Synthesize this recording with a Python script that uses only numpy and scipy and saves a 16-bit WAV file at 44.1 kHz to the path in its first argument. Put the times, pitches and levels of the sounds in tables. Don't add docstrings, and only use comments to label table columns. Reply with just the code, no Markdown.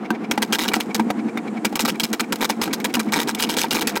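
import sys
import numpy as np
from scipy import signal
from scipy.io import wavfile
from scipy.ndimage import uniform_filter1d

SR = 44100
rng = np.random.default_rng(int(sys.argv[2]) if len(sys.argv) > 2 else 0)


def int16_out(signal):
    q = np.round(np.clip(np.atleast_2d(signal).T, -1, 1) * 32767)
    wavfile.write(sys.argv[1], SR, q.astype(np.int16))


N = 176400

# (start [s], length [s], crunch level [dB], pulp level [dB])
BITES = [(0.311, 0.0076, -13.5, -19), (0.4195, 0.01, -14, -21.5), (0.5238, 0.032, -16, -21),
         (0.585, 0.061, -21, -30), (0.646, 0.044, -33, -33.5), (0.6798, 0.011, -16, -29.5),
         (0.715, 0.0036, -38, -29), (0.734, 0.028, -18, -21), (0.801, 0.018, -19.5, -28),
         (0.9448, 0.012, -16, -25.5), (1.646, 0.012, -13.5, -21), (1.755, 0.0094, -17.5, -25),
         (1.792, 0.033, -17, -27.5), (1.85, 0.011, -17, -18.5), (1.876, 0.024, -18, -25.5),
         (1.9976, 0.007, -13.5, -22), (2.033, 0.012, -14.5, -29), (2.129, 0.01, -19.5, -23.5),
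         (2.195, 0.012, -18, -23), (2.3225, 0.0091, -16.5, -20), (2.3564, 0.0045, -23.5, -29),
         (2.407, 0.05, -19.5, -25.5), (2.491, 0.026, -19.5, -26), (2.614, 0.026, -18, -25.5),
         (2.644, 0.023, -31, -37), (2.7287, 0.018, -18.5, -25.5), (2.8, 0.005, -28.5, -35),
         (2.843, 0.016, -15, -23), (2.939, 0.0166, -15, -23), (2.993, 0.011, -17.5, -23),
         (3.1218, 0.057, -19, -22), (3.1885, 0.014, -20, -24), (3.213, 0.018, -23.5, -27.5),
         (3.2727, 0.04, -22, -27.5), (3.348, 0.0039, -16.5, -33), (3.386, 0.061, -17, -30),
         (3.4885, 0.057, -22, -32.5), (3.567, 0.04, -17, -29), (3.609, 0.044, -19.5, -30.5),
         (3.707, 0.025, -17, -29.5), (3.743, 0.053, -20, -27.5), (3.8086, 0.019, -18.5, -27),
         (3.871, 0.0017, -12.5, -22.5), (3.881, 0.023, -25, -31), (3.9548, 0.02, -22, -23.5)]

TURN_HZ, KNIVES, SCUFF_AT_S = 10.54, 15, 0.058
GRAIN_DB, SIZE_SPREAD_DB = 3.2, 4
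OVERTONE_RATIO = 1.702
BAND_EDGE_HZ = 16000


def amp(db):
    return 10 ** (np.asarray(db) / 20)


def unit(x):
    return x / np.sqrt(np.mean(x ** 2) + 1e-20)


def add(mix, start_s, sound):
    part = mix[max(round(start_s * SR), 0):][:len(sound)]
    part += sound[:len(part)]


def resonate(x, hz, q):
    return signal.lfilter(*signal.iirpeak(min(hz, SR / 3), q, fs=SR), x)


def colour(x, spectrum, hopper=True):
    # (frequency [Hz], gain [dB])
    hopper_modes = [(585, -7), (940, 4), (1430, 5), (1760, 1), (2300, 5), (4000, 3.5), (5200, 6),
                    (6450, 3.5), (7800, 2.5)]
    log_hz = np.log(abs(np.fft.fftfreq(2 ** 12, 1 / SR)) + 1)
    points_hz, points_db = np.transpose(spectrum)
    db = np.interp(log_hz, np.log(points_hz), points_db)
    if hopper:
        db += sum(gain * np.exp(-((log_hz - np.log(hz)) / 0.071) ** 2) for hz, gain in hopper_modes)
    log_response = np.conj(signal.hilbert(np.log(unit(amp(db)))))
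    taps = np.fft.ifft(np.exp(log_response)).real
    return signal.oaconvolve(x, taps)[:N]


def drift(samples):
    return unit(uniform_filter1d(uniform_filter1d(rng.standard_normal(N), samples), samples))


def grains():
    return unit(rng.standard_normal(N) * amp(GRAIN_DB * drift(samples=11)))


def motor_drone():
    # (frequency [Hz], relative density [dB])
    spectrum = [(25, -69.5), (120, -28), (195, -8), (222, 3), (270, -7.5), (315, -4), (370, -12),
                (470, -13.5), (610, -26.5), (700, -16), (900, -22.5), (2300, -34.5), (3200, -43),
                (16000, -68)]
    # (time [s], level [dB])
    levels = [(0, -26.5), (1.55, -26.5), (1.95, -28.5), (3.1, -26)]
    swing_db, lead_s, lump_db, body_hz = 2.8, 0.016, 1.7, 545
    t = np.arange(N) / SR
    swing = np.cos(2 * np.pi * TURN_HZ * (t - SCUFF_AT_S + lead_s))
    level_db = np.interp(t, *np.transpose(levels)) + swing_db * swing
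    drone = colour(rng.standard_normal(N), spectrum, hopper=False) * amp(level_db)
    body = signal.sosfiltfilt(signal.butter(2, body_hz, fs=SR, output="sos"), drone)
    lumps = unit(amp(lump_db * drift(samples=1400)))
    return drone + body * (lumps - 1)


def drum_scuff():
    # (frequency [Hz], relative density [dB])
    spectrum = [(100, -55), (230, 6), (2300, 9), (16000, -25.5)]
    half_width_s = 0.0097
    turns = (np.arange(N) / SR - SCUFF_AT_S) * TURN_HZ
    offset_s = ((turns + .5) % 1 - .5) / TURN_HZ
    contact = np.exp(-(offset_s / half_width_s) ** 2)
    scuff = unit(colour(contact * rng.standard_normal(N), spectrum))
    return amp(-44) * unit(scuff + 2 * resonate(scuff, hz=2294, q=11))


def wet_hiss():
    hz, q, wetting_s = 7500, 2, 0.8
    hiss = unit(resonate(resonate(rng.standard_normal(N), hz, q), hz, q))
    return amp(-59) * hiss * np.minimum(np.arange(N) / SR / wetting_s, 1)


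def knocks():
    # (time [s], thump level [dB], clack pitch [Hz], clack level [dB])
    landings = [(0.1047, -8.5, 1544, -13), (0.377, -13, 824, -11.5), (.765, -17.5, 740, -16.5),
                (0.996, -8, 940, -11), (1.103, -16, 730, -10), (1.374, -13, 2120, -17.5),
                (1.650, -22.5, 930, -18), (1.726, -36, 810, -22.5), (2.497, -19, 920, -16.5),
                (2.677, -15.5, 765, -20), (2.968, -9.5, 1040, -18.5), (3.642, -39, 924, -14)]
    # (frequency [Hz], relative level [dB], T60 [s])
    housing_modes = [(226.2, -3.5, .12), (305.5, 0, 0.059), (717, -13.5, 0.065), (954, -21.5, 0.097)]
    thump_rise_s, clack_t60_s, tick_decay_s, low_cut_hz = 0.0057, 0.04, 0.005, 134
    rings, ticks = np.zeros((2, N))
    t = np.arange(SR // 4) / SR
    thump = sum((-1) ** k * amp(db - 60 * t / t60_s) * np.sin(2 * np.pi * hz * t)
                for k, (hz, db, t60_s) in enumerate(housing_modes))
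    thump *= 1 - np.exp(-t / thump_rise_s)
    for start_s, thump_db, clack_hz, clack_db in landings:
        add(rings, start_s, amp(thump_db + 5) * thump)
        phase = 2 * np.pi * clack_hz * t
        clack = np.sin(phase) + amp(-10.5) * np.sin(OVERTONE_RATIO * phase)
        add(rings, start_s, amp(clack_db - 60 * t / clack_t60_s) * clack)
        add(ticks, start_s, amp(clack_db - 3.5) * np.exp(-t / tick_decay_s))
    ticks = colour(ticks * grains(), [(200, -2.5), (900, 3.5), (15000, -25)], hopper=False)
    return signal.sosfilt(signal.butter(2, low_cut_hz, "high", fs=SR, output="sos"), rings + ticks)


def juice_pops():
    pops_per_s, width_hz, bands = 2000, 700, 20
    out = np.zeros(N)
    for hz in np.linspace(width_hz, BAND_EDGE_HZ, bands):
        sizes = amp(SIZE_SPREAD_DB * np.clip(rng.standard_normal(N), -2, 2)) * rng.choice([-1, 1], N)
        bursts = rng.random(N) < pops_per_s / bands / SR
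        out += resonate(sizes * bursts, hz, hz / width_hz)
    return unit(out)


def knife_cuts():
    rise_s, fall_s, sag_db, pressure_db = 0.0031, 0.0048, -5, 2.7
    knife_s, between_knives = 0.0019, 0.52
    apple_hz, apple_q, log_spread = 1298, 14, 0.36
    crunch, pulp = np.zeros((2, N))
    t = np.arange(SR // 4) / SR
    knife, since_s = np.divmod(t, 1 / (TURN_HZ * KNIVES))
    stroke = np.exp(-(since_s / knife_s - .5) ** 2)
    snaps, pressure = unit(grains() + juice_pops()), drift(samples=350)
    for start_s, length_s, crunch_db, pulp_db in BITES:
        contact = np.minimum(t / rise_s, 1) * np.exp(-np.maximum(t - length_s, 0) / fall_s)
        contact *= amp(sag_db * np.minimum(t / length_s, 1))
        contact *= amp(pressure_db * np.roll(pressure, -round(start_s * SR))[:len(t)])
        depth = amp(SIZE_SPREAD_DB * rng.standard_normal(64))[knife.astype(int)]
        cut = contact * (between_knives + depth * stroke)
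        ring_hz = apple_hz * np.exp(log_spread * rng.uniform(-0.95, 1))
        for mix, db, hz in (pulp, pulp_db, ring_hz), (crunch, crunch_db, 2 * ring_hz):
            tear = cut * np.roll(snaps, rng.integers(N))[:len(t)]
            ring = resonate(tear, hz, apple_q) + resonate(tear, hz * OVERTONE_RATIO, apple_q) / 2
            tear += amp(1) * ring
            add(mix, start_s, amp(db) * tear / np.sqrt(np.mean(tear[t < length_s] ** 2)))
    return crunch, pulp


def shred_spray():
    decay_s, spread_db = 0.052, 5
    power = np.zeros(N)
    t = np.arange(SR // 4) / SR
    for start_s, length_s, crunch_db, _ in BITES:
        envelope = np.minimum(t / length_s, 1) * np.exp(-np.maximum(t - length_s, 0) / decay_s)
        add(power, start_s, (amp(crunch_db) * envelope) ** 2)
    return np.sqrt(power) * unit(grains() * amp(spread_db * drift(samples=130)))


def skin_cracks():
    splits_s = [0.422, 0.5249, 1.65, 1.7566, 2.130, 2.324, 2.7335, 3.122]
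    decay_s = 0.0029
    out = np.zeros(N)
    t = np.arange(SR // 4) / SR
    for start_s in splits_s:
        add(out, start_s, np.exp(-t / decay_s) * rng.standard_normal(len(t)))
    return out


def shredding():
    # (frequency [Hz], relative density [dB])
    crunch_spectrum = [(30, -2), (900, -16.5), (2000, -3.5), (3000, 2.5), (5000, -2.5), (15500, -8.5)]
    pulp_spectrum = [(95, -21), (250, 4), (780, 0.5), (2100, -4.5), (3500, -17.5), (12000, -34)]
    crunch, pulp = knife_cuts()
    crunch += amp(-11.5) * skin_cracks()
    tearing = amp(-6) * crunch + amp(-27) * shred_spray()
    return colour(tearing, crunch_spectrum) + colour(pulp, pulp_spectrum)


def hopper_echo(x, t60_s=0.015):
    t = np.arange(SR // 5) / SR
    tail = rng.standard_normal(len(t)) * amp(-60 * t / t60_s) * (t > .002)
    return signal.oaconvolve(x, tail / np.linalg.norm(tail))[:N]


def scene():
    apples = shredding() + knocks()
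    return (apples + amp(-9.5) * hopper_echo(apples) + motor_drone() + drum_scuff() + wet_hiss())[None]


def record(dry):
    ceiling = amp(-5.5)
    low_pass = signal.firwin(401, BAND_EDGE_HZ, window=("kaiser", 8), fs=SR)
    return signal.oaconvolve(ceiling * np.tanh(dry / ceiling), low_pass[None], "same")


dry = scene()
out = record(dry)
int16_out(out)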